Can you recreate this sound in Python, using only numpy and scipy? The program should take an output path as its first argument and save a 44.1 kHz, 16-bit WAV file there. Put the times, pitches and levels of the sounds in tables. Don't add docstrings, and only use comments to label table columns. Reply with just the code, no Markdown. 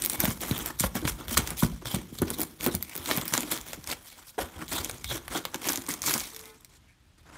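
import sys
import numpy as np
from scipy import signal
from scipy.io import wavfile
from scipy.ndimage import uniform_filter1d

SR = 44100
rng = np.random.default_rng(int(sys.argv[2]) if len(sys.argv) > 2 else 0)


def rack_gain(trim_db):
    fader = np.asarray(trim_db, float)
    return 10 ** (fader / 20)


def master_out(mix):
    frames = np.transpose(np.atleast_2d(mix))
    ceiling = np.clip(frames, -1, 1)
    pcm = np.round(ceiling * 32767).astype(np.int16)
    wavfile.write(sys.argv[1], SR, pcm)


N = 325308

# hz, level_db (per Hz)
SCRATCH_SPECTRUM = [(900, -36.5), (2200, 3.5), (2810, -6), (3430, 1), (4830, -2.5), (9310, -0.5),
                    (10500, -3), (12000, 2), (14700, 0.5), (15600, 1.5), (16000, -36.5)]
# hz, level_db (per Hz)
RASP_SPECTRUM = [(300, -24), (470, -6), (725, -5), (1030, -2), (1790, -4), (2170, -5), (2800, -7),
                 (5000, -18), (9000, -66.5)]
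# pitch_hz, width_hz, level_db
WIRE_MODES = [(3195, 410, -11), (5750, 650, -8), (9550, 500, -3.5), (11200, 970, -6)]
# pitch_hz, width_hz, level_db
HANDLE_MODES = [(583, 160, 2), (713, 180, 0), (927, 600, -1), (1376, 190, -1)]
# pitch_hz, width_hz, level_db
AIR_MODES = [(52.7, 31, 6.5), (90.2, 87, -2)]
# start_s, peak_db, ring_hz
GRIT_TICKS = [(6.198, -15.5, 6240), (6.3464, -25, 5830), (6.3632, -22, 5900), (6.393, -24, 5460),
              (6.456, -29, 4500), (6.608, -39, 6500), (6.647, -27, 5200)]
NEEDLE = 3.5


def evened(x):
    return x / np.sqrt(np.mean(x ** 2) + 1e-20)


def read(points, hz):
    f, value = np.transpose(points)
    return np.interp(np.log(hz + 1), np.log(f + 1), value)


def add(mix, s, sound):
    part = mix[max(round(s * SR), 0):][:len(sound)]
    part += sound[:len(part)]


def colour(x, points):
    hz = abs(np.fft.fftfreq(4096, 1 / SR))
    log_gain = np.log(rack_gain(np.maximum(read(points, hz), -100)))
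    taps = np.fft.ifft(np.exp(np.conj(signal.hilbert(log_gain)))).real[:2048]
    return signal.oaconvolve(x, taps)[:len(x)]


def resonate(x, hz, width):
    r = np.exp(-np.pi * width / SR)
    return 2 * signal.lfilter([1 - r], [1, -r * np.exp(2j * np.pi * hz / SR)], x).real


def split_band(x, hz, kind):
    return signal.sosfilt(signal.butter(2, hz, kind, fs=SR, output="sos"), x)


def wobble(seconds):
    size = max(round(seconds * SR), 1)
    smooth = uniform_filter1d(rng.standard_normal(N), size)
    return evened(uniform_filter1d(smooth, size))


def mottle(x, depth_db):
    z = signal.stft(x, nperseg=256, noverlap=192)[2]
    patches = uniform_filter1d(rng.standard_normal(z.T.shape), 14, 0)
    patches = uniform_filter1d(patches, 6, 1).T
    z = z * rack_gain(depth_db * evened(patches))
    return evened(signal.istft(z, nperseg=256, noverlap=192)[1][:N])


def brush():
    scratch_db, rasp_db, drum_db, bright_db = contact()
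    grip_db = 1.94 * wobble(0.0012) + 2.3 * wobble(0.0049)
    grip = rack_gain(grip_db)
    wires = slips(3000, 1.2, 1.6) * grip
    scratch = wire_scratch(wires, grip, bright_db) + lifted_casting(wires, grip_db)
    rasp = casting_rasp(wires, grip, rasp_db) * rack_gain(rasp_db + 1.13)
    flick_db = -16 - 0.26 * rasp_db
    push = rng.standard_normal(N) * grip
    drum_rms = np.std(panels(push))
    drum = panels(push * rack_gain(scratch_db + drum_db - 0.5)) / drum_rms
    return rack_gain(scratch_db - 1.9) * (scratch + rasp + flicks() * rack_gain(flick_db)) + drum


def contact():
    # start_s, length_s, peak_db, weight_db
    sweeps = [(0.0, 0.06, -32.5, -4), (.066, 0.089, -35.5, -3.5), (.614, 0.074, -37, 0),
              (.791, 0.015, -21.5, -14), (1.281, 0.063, -29.5, -5.5), (1.369, 0.0077, -17, -6),
              (2.598, 0.066, -31.5, -5), (2.787, 0.17, -48, -7), (3.029, 0.062, -32.5, -3),
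              (3.448, 0.05, -42.5, -1), (3.86, 0.068, -32.5, -2.5), (4.007, 0.12, -46, -8.5),
              (4.25, 0.053, -45.5, -11.5), (4.535, 0.098, -44, 7.5), (5.299, 0.065, -33.5, 2),
              (5.528, 0.026, -47, 17), (5.612, 0.064, -31.5, 0), (5.806, 0.14, -50, 3),
              (6.023, 0.041, -30, -5.5), (7.25, 0.125, -54.5, 10.5)]
    # start_s, length_s, peak_db, weight_db
    skids = [(.32, 0.051, -37.5, -4), (.706, 0.0086, -34, 5.5), (.952, 0.06, -32.5, 1),
             (1.075, 0.034, -24.5, -5.5), (1.187, 0.15, -47, 3.5), (1.383, 0.12, -36, 0.5),
             (1.465, 0.16, -39, 0), (1.626, 0.04, -27, -2.5), (1.691, 0.21, -50, -5),
             (1.819, 0.018, -48, 13), (1.966, 0.15, -46, 0), (2.221, 0.012, -36, 10.5),
             (2.442, 0.12, -55, -17), (2.664, 0.024, -33, 15.5), (3.096, 0.16, -31.5, 0.5),
             (3.33, 0.099, -29.5, -3), (3.508, 0.071, -27.5, -3.5), (4.44, 0.092, -47.5, 5.5),
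             (4.637, 0.034, -45, -1), (4.718, 0.17, -30.5, -2), (5.177, 0.024, -46, 12),
             (5.367, 0.041, -34, 2.5), (5.448, 0.03, -51.5, 25), (5.687, 0.095, -29.5, -3.5),
             (5.889, 0.063, -31.5, -5), (6.064, 0.18, -25.5, -7)]
    # start_s, length_s, level_db, weight_db
    scrubs = [(.196, 0.12, -34.5, -2), (.406, 0.22, -38.5, -1), (.809, 0.057, -33.5, -5),
              (1.05, 0.027, -39.5, 5), (1.572, 0.046, -34, -14.5), (1.852, 0.11, -38, -5.5),
              (2.126, 0.067, -49, -8.5), (2.27, 0.043, -43, 1.5), (2.332, 0.013, -37, -11),
              (2.379, 0.058, -37.5, -2.5), (2.709, 0.054, -44.5, -5), (2.95, 0.074, -44, 1.5),
              (3.269, 0.046, -41, -5), (3.659, 0.088, -45.5, -3), (4.182, 0.014, -49.5, -2.5),
              (4.386, 0.037, -35.5, 4), (4.678, 0.036, -42.5, -8.5), (5.04, 0.07, -47.5, -11.5),
              (5.097, 0.078, -35.5, -3), (6.338, 0.17, -51.5, -4), (6.69, 0.084, -60, -5.5),
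              (7.03, .05, -72, -4), (6.88, 0.043, -71, -5), (7.175, 0.037, -65, -1.5)]
    # start_s, light_drag_db, brush_angle_brightness_db, seat_on_box_db
    hands = [(0, -48.5, 0, 1), (.76, -56, -1.5, -3), (1.2, -53, -3, -1), (1.8, -95, -8.5, -1.5),
             (2.3, -46, -3, 8), (2.56, -58.5, -3, 3), (2.9, -53.5, -1.5, -2.5), (3.5, -54, -4.5, -2.5),
             (4.2, -56, -9, -7), (4.35, -61, -3, -9.5), (5, -57, -8, 1.5), (5.5, -53.5, -6.5, -4.5),
             (6, -49, -7, -0.5), (6.5, -68, -11.5, -4.5), (6.55, -60, -14, 2), (6.75, -70, -22, -2),
             (7.16, -74, -16, -1), (7.38, -55, -29, -11)]
    touch_s, lift_db_per_s = 0.016, 1208
    t = np.arange(0, N / SR + .002, .001)
    hand_s = np.array(hands)[:, 0]
    drag_db, angle_db, seat_db = (np.interp(t, hand_s, v) for v in np.transpose(hands)[1:])
    power = rack_gain(2 * drag_db)
    load = power * -1
    for rows, swell_db, skid_db, lifts in ((sweeps, 13, 0, 1), (skids, 0, 15, 0), (scrubs, 0, 0, 1)):
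        s, length, db, weight_db = np.transpose(rows)[:, :, None]
        done = np.maximum(t - s, 0) / length
        level_db = db - swell_db * (1 - np.minimum(done, 1)) - skid_db * done
        level_db = level_db - lifts * lift_db_per_s * np.maximum(t - s - length, 0)
        onset = np.clip((t - s) / touch_s + .5, 0, 1)
        part = rack_gain(2 * np.maximum(level_db, -150)) * onset ** 2
        power = power + part.sum(0)
        load = load + (part * weight_db).sum(0)
    weight_db = uniform_filter1d(load / power, 9)
    scratch_db = 10 * np.log10(power)
    drum_db = 1.48 * weight_db + seat_db
    bright_db = angle_db - 0.61 * weight_db
    curves = scratch_db, weight_db, drum_db, bright_db
    return [np.interp(np.arange(N) / SR, t, c) for c in curves]


def slips(per_s, spread_db, fizz):
    size = rack_gain(spread_db * np.minimum(rng.exponential(1, N), 4)) * rng.choice([-1., 1.], N)
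    clicks = evened(size * (rng.random(N) < per_s / SR))
    return clicks + fizz * rng.standard_normal(N)


def wire_scratch(wires, grip, bright_db):
    hiss = mottle(colour(wires, SCRATCH_SPECTRUM), 3.4)
    rings = 0
    for hz, width, db in WIRE_MODES:
        level = rack_gain(db + 5.0 * wobble(0.098))
        drive = slips(140, 1.3, 0) * grip + 0.31 * wires
        rings = rings + level * evened(resonate(drive, hz, width))
    lone = evened(colour(slips(110, 1.7, 0), SCRATCH_SPECTRUM))
    scratch = evened(hiss + 0.13 * rings + 0.38 * lone)
    low = split_band(scratch, 7500, "low")
    sing = rack_gain(1.7 * wobble(0.037) - 0.3 * np.clip(bright_db, -6, 6) - 3.0)
    brush_on = np.arange(N) / SR < 5.8
    low = low + sing * resonate(low, *WIRE_MODES[0][:2]) * brush_on
    high = split_band(scratch, 7500, "high")
    share = 1 / (1 + rack_gain(2 * bright_db))
    balanced = np.sqrt(share) * evened(low) - np.sqrt(1 - share) * evened(high)
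    return balanced + rack_gain(-1.0) * singing(hiss)


def singing(scratch):
    # start_s, length_s, level_db (re scratch), pitch_hz
    drags = [(0.534, 0.041, 0.5, 3130), (.604, 0.0078, 6, 3170), (0.814, 0.023, 1.5, 3140),
             (1.855, 0.1, -4, 3100), (2.183, 0.011, 17.5, 3480), (2.333, 0.018, 1, 3740),
             (2.686, 0.063, 3.5, 3900), (3.09, 0.073, -13, 3840), (4.735, 0.074, -4, 3480),
             (5.061, 0.055, 5.5, 3460), (5.166, .025, -3, 3380), (6.88, 0.045, 6, 2140),
             (6.886, 0.058, 5, 1580)]
    t, out = np.arange(N) / SR, 0
    for s, length, db, hz in drags:
        width = 0.18 * hz
        gate = np.clip(np.minimum(t - s, s + length - t) / 0.016 + .5, 0, 1)
        tone = resonate(resonate(scratch, hz, width), hz, 2 * width)
        out = out + rack_gain(db) * gate * evened(tone)
    return out


def lifted_casting(wires, grip_db):
    # start_s, end_s
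    clear = [
        (2.84, 2.935),
        (6.87, 6.96),
    ]
    t = np.arange(N) / SR
    free = sum((t > a) & (t < b) for a, b in clear)
    return free * rack_gain(-3 + grip_db) * evened(resonate(wires, 2190, 400))


def casting_rasp(wires, grip, rasp_db):
    rasp = mottle(colour(0.38 * wires + slips(1500, 1.0, 0.95) * grip, RASP_SPECTRUM), 2.2)
    wood = evened(sum(rack_gain(db) * resonate(rasp, hz, w) for hz, w, db in HANDLE_MODES))
    return (rasp + rack_gain(1.43 * rasp_db - 11.0) * wood) / np.sqrt(1 + rack_gain(rasp_db - 3.0) ** 2)


def flicks():
    per_s = 78 / len(WIRE_MODES)
    ticks = sum(evened(resonate(slips(per_s, 1.5, 0), hz, 0.3 * w)) for hz, w, _ in WIRE_MODES)
    return evened(split_band(ticks, 2800, "high"))


def panels(push):
    # pitch_hz, width_hz, level_db
    panel_modes = [(172, 48, 2), (240, 90, 2), (310, 85, 2)]
    return sum(rack_gain(db) * resonate(resonate(push, hz, w), hz, 2 * w) for hz, w, db in panel_modes)


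def snaps():
    # start_s, peak_db, knock_db (re peak)
    long_snaps = [(0.253, -14, -3), (0.511, -16, -33), (1.052, -19, -9.5), (1.0776, -21.5, 4.5),
                  (1.282, -18.5, -11), (1.3716, -5.5, -5), (1.856, -23, -7), (1.946, -29, -29),
                  (2.187, -18.5, -12), (3.0593, -17.5, -18.5), (3.112, -11, -1.5), (3.173, -19, -25),
                  (3.2134, -14, -28), (3.915, -13, -25), (4.7137, -26, -21), (5.0436, -13.5, -15.5),
                  (5.4523, -12.5, -6.5)]
    # start_s, peak_db, knock_db (re peak)
    mid_snaps = [(1.474, -13.5, -13.5), (3.324, -17, -10), (3.3378, -2, -12), (3.3776, -14, -0.5),
                 (3.732, -16.5, -7), (3.8738, -13, -22), (4.8462, -9, -44), (5.544, -13.5, -6),
                 (5.687, -7, -14.5), (5.7581, -10.5, -43), (5.9389, -14, -38), (6.0189, -12, -19),
                 (6.0391, -16.5, -7), (6.0624, -8, -29), (6.073, -11, -32), (6.087, -20, -34),
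                 (6.1394, -4, -20)]
    # start_s, peak_db, knock_db (re peak)
    short_snaps = [(.021, -7.5, -35), (0.0983, -3.5, -24.5), (0.2362, -17, -13), (0.798, -4.5, -38),
                   (1.505, -11.5, -16), (2.2183, -18, -34), (2.3031, -11, -19), (2.6636, -22, 5),
                   (2.7503, -8.5, -43), (2.953, -18.5, -11), (3.4065, -14, -18), (3.515, -9, -41),
                   (4.896, -17.5, -6.5), (5.2802, -20.5, -5), (5.889, -14.5, -25)]
    # start_s, peak_db
    stub_snaps = [(0.2028, -3.5), (0.6598, -10), (0.9539, -14.5), (2.3967, -19), (2.4158, -7.5),
                  (2.642, -10), (2.826, -11.5), (3.2795, -12)]
    snap_hz = [3830, 6600, 9600, 13000]
    tick_knock_db = -23.5
    rows = []
    for table, hz in zip((long_snaps, mid_snaps, short_snaps), snap_hz):
        rows += [(s, db, hz, knock_db) for s, db, knock_db in table]
    rows += [(s, db, snap_hz[-1], tick_knock_db) for s, db in stub_snaps]
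    rows += [(*tick, tick_knock_db) for tick in GRIT_TICKS]
    out, t = np.zeros(N), np.arange(2200) / SR
    grit = rng.standard_normal((len(rows), 2, len(t)))
    fade = rack_gain(-60 * t / 0.0051) + 0.23 * rack_gain(-60 * t / 0.044)
    fade = fade * np.minimum(t / 0.00042, 1)
    grit[:, :, 8] = NEEDLE
    fade[8] = 1
    for (s, db, hz, knock_db), (a, b) in zip(rows, grit):
        crack = colour(a * fade, SCRATCH_SPECTRUM)
        crack = crack + 3.8 * resonate(crack, hz * (1 + .04 * b[0]), 1400)
        knock = colour(b * fade, RASP_SPECTRUM)
        knock = rack_gain(knock_db + 4.0) * knock / abs(knock).max()
        add(out, s, rack_gain(db - 2.0) * (crack / abs(crack).max() + knock))
    return out


def tips():
    # start_s, peak_db, ring_hz
    sprung_tips = [(0.0387, -9, 8300), (0.0491, -4, 14200), (0.0553, -14, 9300), (0.0606, -2.5, 14000),
                   (0.0934, -26, 9400), (0.1191, -16, 15200), (0.1229, -18, 11300), (0.1332, -9, 9900),
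                   (0.1465, -22, 14500), (0.2465, -7, 13900), (0.2559, -7, 15100), (0.3046, -11, 9900),
                   (0.3164, -15, 9250), (0.4072, -21, 2980), (0.4115, -17, 14100), (0.4168, -13, 8400),
                   (0.4832, -19, 14500), (0.5793, -13, 14700), (0.5899, -16, 14000), (0.8059, -3, 9000),
                   (1.0763, -9, 2400), (1.3299, -18, 13000), (1.39, -25, 2600), (1.6343, -12, 11300),
                   (1.8719, -20, 3400), (1.9469, -6, 9200), (2.2194, -9.5, 11000), (2.3869, -15.5, 14200),
                   (2.4048, -6, 10700), (2.4325, -7, 9600), (2.609, -14, 2600), (2.6632, -6, 15000),
                   (2.6733, -9, 9600), (2.6827, -14, 9400), (2.7512, -12, 14300), (2.8964, -17.5, 9000),
                   (2.9235, -33, 2700), (2.9638, -14, 14300), (2.9773, -14, 14800), (3.1654, -9, 11700),
                   (3.1743, -6.5, 13000), (3.183, -11.5, 2280), (3.2548, -17.5, 15000), (3.3009, -24, 12400),
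                   (3.3777, -0.5, 7460), (3.4065, -7.5, 7460), (3.4321, -15.5, 2660), (3.5233, -11, 9600),
                   (3.576, -14.5, 3280), (3.613, -15, 7000), (3.842, -18.5, 5770), (4.681, -20.5, 3910),
               (4.912, -13.5, 6600), (5.1, -27, 3500), (1.377, -8, 3870), (5.375, -10, 5280),
               (5.6918, -1.5, 6450), (6.2404, -21, 4020), (6.273, -24, 5790), (6.4124, -25, 5500),
                   (5.559, -15, 6040), (5.6438, -17, 2400), (5.6706, -13, 11200), (5.7052, -9, 12100),
                  (5.7215, -8, 11800), (5.7328, -7, 6200), (5.7745, -7, 6300), (5.8198, -18, 7200),
                  (5.8652, -17, 6300), (5.8744, -19, 8800), (5.9115, -8, 6700), (5.9172, -11, 6400),
                  (6.0305, -12, 5600), (6.067, -9, 5900), (6.0966, -12, 4100), (6.1098, -14, 4400),
                  (6.1154, -13, 3400), (6.1209, -13, 3800), (6.179, -5.5, 7100), (6.205, -10, 4600)]
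    rows = sprung_tips + GRIT_TICKS
    out, t = np.zeros(N), np.arange(600) / SR
    fade = rack_gain(-60 * t / 0.00056) + 0.089 * rack_gain(-60 * t / 0.02)
    grit = rng.standard_normal((len(rows), len(t))) * fade * np.minimum(t / 0.00022, 1)
    grit[:, 4] = NEEDLE
    for (s, db, hz), a in zip(rows, grit):
        tick = colour(a, SCRATCH_SPECTRUM)
        tick = tick + 7.9 * resonate(tick, hz, 1400)
        add(out, s, rack_gain(db - 4.0) * tick / abs(tick).max())
    return out


def thumps():
    # start_s, peak_db, drum_hz, woody_clack_db (re peak)
    drops = [(0.2371, -13, 169, -7.5), (.275, -26, 204, -1), (.838, -11, 183, -6), (.8385, -13, 1010, -31),
             (0.953, -20, 189, -3), (1.025, -25, 310, -13), (1.316, -25, 224, -21.5), (1.368, -41, 326, 13),
             (1.514, -29.5, 157, -4), (1.6242, -16, 970, -30), (1.6313, -10, 168, -13),
             (1.725, -39, 160, -3), (1.854, -25.5, 114, -3.5), (1.942, -9.5, 173, -15.5),
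             (2.2232, -17, 199, -30), (2.393, -23.5, 305, -6), (2.661, -22, 213, -12),
             (2.7439, -20.5, 173, -8.5), (3.108, -25, 246, -13), (3.1751, -19, 171, -4),
             (3.321, -28, 155, -24), (3.379, -25, 241, -5), (3.431, -30, 295, -1), (4.38, -21.5, 403, -7),
             (4.3875, -15, 696, -16), (4.399, -25, 533, -16), (4.41, -41, 703, -1), (4.436, -41, 331, 1),
             (4.723, -31.5, 262, 4), (5.111, -28, 118, 3), (5.351, -29, 321, 5.5),
             (5.696, -27.5, 272, -7.5), (5.777, -29, 265, -6), (5.885, -28, 273, -3), (6.07, -28, 288, -14),
             (6.15, -28.5, 218, -1)]
    out, t = np.zeros(N), np.arange(12000) / SR
    chance = rng.random((len(drops), 3))
    grit = rng.standard_normal((len(drops), len(t))) * rack_gain(-60 * t / 0.046)
    sag = t + 0.001 * (1 - np.exp(-t / 0.016))
    swell = t / 0.023 * np.exp(1 - t / 0.016)
    for (s, db, hz, clack_db), (a, b, c), tap in zip(drops, chance, grit):
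        t60_s = 0.11 * rack_gain(-0.48 * (db + 27.0)) * min(1, 320 / hz)
        fade = rack_gain(-60 * t / t60_s) * np.minimum(t * hz / 0.76, 1)
        panel = np.sin(2 * np.pi * hz * sag)
        panel = panel + 0.25 * np.sin(2 * np.pi * (hz * (1.2 + .35 * a) * sag + b))
        wide_face = np.sin(2 * np.pi * hz * (0.66 + 0.14 * c) * sag)
        panel = panel + 0.5 * np.minimum(t / 0.015, 1) * wide_face
        air = np.sin(2 * np.pi * AIR_MODES[0][0] * sag)
        air = swell * (air + 0.37 * np.sin(2 * np.pi * (AIR_MODES[1][0] * sag + c)))
        clack = sum(rack_gain(g_db) * resonate(resonate(tap, f, w), f, 2 * w) for f, w, g_db in HANDLE_MODES)
        clack = rack_gain(clack_db + 0.5) * clack / abs(clack).max()
        add(out, s, rack_gain(db) * (panel * fade + rack_gain(-21.5) * air + clack))
    return out


def knocks():
    # start_s, peak_db, settling_hz
    edges = [(.281, -20, 92), (.51, -16.5, 100), (.806, -23, 95), (1.0505, -19, 100), (1.387, -21, 100),
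             (1.6285, -13, 115), (1.6462, -16, 105), (1.9648, -22, 115), (2.1252, -31, 120),
             (2.2178, -14, 125), (3.7755, -38, 130), (3.785, -37, 100)]
    out, rise_cycles, lead_cycles = np.zeros(N), 0.39, 1.13
    for s, db, hz in edges:
        u = np.arange(SR // 10) / SR * hz / rise_cycles
        cycles = rise_cycles * u + lead_cycles * (1 - np.exp(-u))
        add(out, s, rack_gain(db) * u * np.exp(1 - u) * np.sin(2 * np.pi * cycles))
    return out


def lurches():
    # start_s, peak_db, pitch_hz
    sways = [(0.179, -36.5, 84.6), (0.243, -31, 46), (0.499, -36, 83), (0.8, -34, 86), (0.838, -31, 59.2),
             (1.039, -29.5, 86.6), (1.099, -34, 63), (1.29, -37, 69), (1.365, -26, 64.6),
             (1.629, -25, 64.7), (1.715, -31, 53.8), (1.857, -38, 76), (1.942, -32, 59.2),
             (2.219, -30, 85.4), (2.741, -34, 83.4), (2.989, -41.5, 82.5), (3.6, -45, 55),
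             (3.876, -42.5, 70.0), (4.422, -37, 77), (4.56, -39.5, 75.4), (4.727, -38, 83),
             (4.789, -36, 81), (4.921, -45, 72), (5.04, -36, 80.4), (5.098, -40, 78), (5.775, -44, 104)]
    out, t, rise_s = np.zeros(N), np.arange(9000) / SR, 0.012
    swell = (t / rise_s * np.exp(1 - t / rise_s)) ** 2.0
    for (s, db, hz), c in zip(sways, rng.random((len(sways), 1))):
        add(out, s, rack_gain(db + 1.8) * swell * np.sin(2 * np.pi * (hz * t + c)))
    return out


def box():
    # start_s, level_db
    rocking = [(0, -3.5), (1.4, 3.5), (2.5, -14), (3.3, -20), (3.8, 5.5), (4.3, -22), (5, 6), (5.6, -21),
               (6.3, -3), (7.38, 2)]
    scratch_db, _, drum_db, _ = contact()
    heave = uniform_filter1d(rack_gain(2 * (scratch_db + drum_db)), round(0.21 * SR))
    heave_db = 10 * np.log10(abs(heave) + 1e-12)
    shake = rng.standard_normal(N) * rack_gain(4.5 * wobble(0.011))
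    boom = sum(rack_gain(db) * resonate(resonate(shake, hz, w), hz, 2 * w) for hz, w, db in AIR_MODES)
    boom = split_band(boom, 30, "high")
    loose_db = np.interp(np.arange(N) / SR, *np.transpose(rocking))
    return evened(boom) * rack_gain(0.94 * (heave_db + 49.5) - 38.5 - 14 + loose_db)


def stand():
    # pitch_hz, level_db (rms)
    steel_modes = [(441.4, -58.5), (866.7, -65), (1050, -64), (1281, -68), (1470, -68), (1766, -71),
                   (2062, -67), (2439, -70)]
    # start_s, level_db
    rub = [(6.3, -20), (6.335, -2), (6.44, 0), (6.51, 1), (6.56, -6), (6.59, -30)]
    t, ring = np.arange(N) / SR, 0
    wake = np.clip((t - 6.41) / 0.043, 0, 1)
    glide = t - .02 * (t - 6.45) ** 2
    for k, (hz, db) in enumerate(steel_modes):
        level = rack_gain(db + 2.2 * wobble(0.02)) * np.sqrt(2)
        tone = np.sin(2 * np.pi * (hz * glide + 0.03 * wobble(0.03)))
        ring = ring + level * tone * (wake if k else 1)
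    return ring * rack_gain(np.interp(t, *np.transpose(rub), left=-90, right=-90))


def garage(x):
    # hz, t60_s
    decay = [(200, 0.47), (2000, 0.22), (12000, 0.16)]
    taps = np.zeros(SR // 2)
    at = np.arange(200, SR // 2 - 20, 20)
    taps[at + rng.integers(0, 20, len(at))] = rng.choice([-1., 1.], len(at))
    hz, t, z = signal.stft(taps, SR, nperseg=256)
    tail = signal.istft(z * rack_gain(-60 * t / read(decay, hz)[:, None]), SR, nperseg=256)[1]
    return signal.oaconvolve(x, tail / np.linalg.norm(tail))[:N]


def hush():
    # hz, level_db (per Hz)
    hush_spectrum = [(15, -46), (30, 0.5), (76, 3), (313, -14), (483, -25), (617, -23), (3410, -23),
                     (15500, -44), (15900, -89)]
    level = rack_gain(-62 + 1.5 + 1.5 * wobble(.06))
    return level * evened(colour(rng.standard_normal(N), hush_spectrum))


def scattered(mid):
    # hz, side_db (re mid)
    side_width = [(60, -28), (180, -31), (550, -23), (1650, -22), (4970, -15.5), (15000, -17)]
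    hz, _, z = signal.stft(mid, SR, nperseg=256)
    turns = np.exp(2j * np.pi * rng.random(z.T.shape)).T
    scatter = turns * rack_gain(read(side_width, hz) + 4.5)[:, None]
    side = signal.istft(z * scatter, nperseg=256)[1][:N]
    return side - 0.0086 * mid


def scene():
    near = brush() + box() + snaps() + thumps() + stand() + tips() + lurches() + knocks()
    mid = near + rack_gain(-14.5) * garage(near) + hush()
    side = scattered(mid)
    return np.array([mid + side, mid - side])


def band_limit(x):
    return signal.sosfilt(signal.butter(12, 16990, fs=SR, output="sos"), x)


def record(dry):
    # hz, level_db (a bin)
    stereo_threshold = [(300, -50), (2000, -55), (6000, -59), (14000, -58)]
    dry = signal.sosfilt(signal.ellip(6, 1, 30, 15900, fs=SR, output="sos"), dry)
    dry = signal.sosfilt(signal.butter(4, 32, "high", fs=SR, output="sos"), dry)
    mid, side = dry.mean(0), (dry[0] - dry[1]) / 2
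    hz, _, z = signal.stft([mid, side], SR, nperseg=1024)
    band = np.arange(len(hz)) // 19
    power = uniform_filter1d(abs(z[0]) ** 2, 90, 0)[band * 19]
    band_db = 10 * np.log10(power + 1e-20)
    luck_db = 3.5 * rng.standard_normal((z.shape[2], band[-1] + 1)).T[band]
    kept = band_db + luck_db > read(stereo_threshold, hz)[:, None]
    side = signal.istft(z[1] * kept, nperseg=1024)[1][:N]
    return band_limit(np.array([mid + side, mid - side]))


dry = scene()
out = record(dry)
master_out(out)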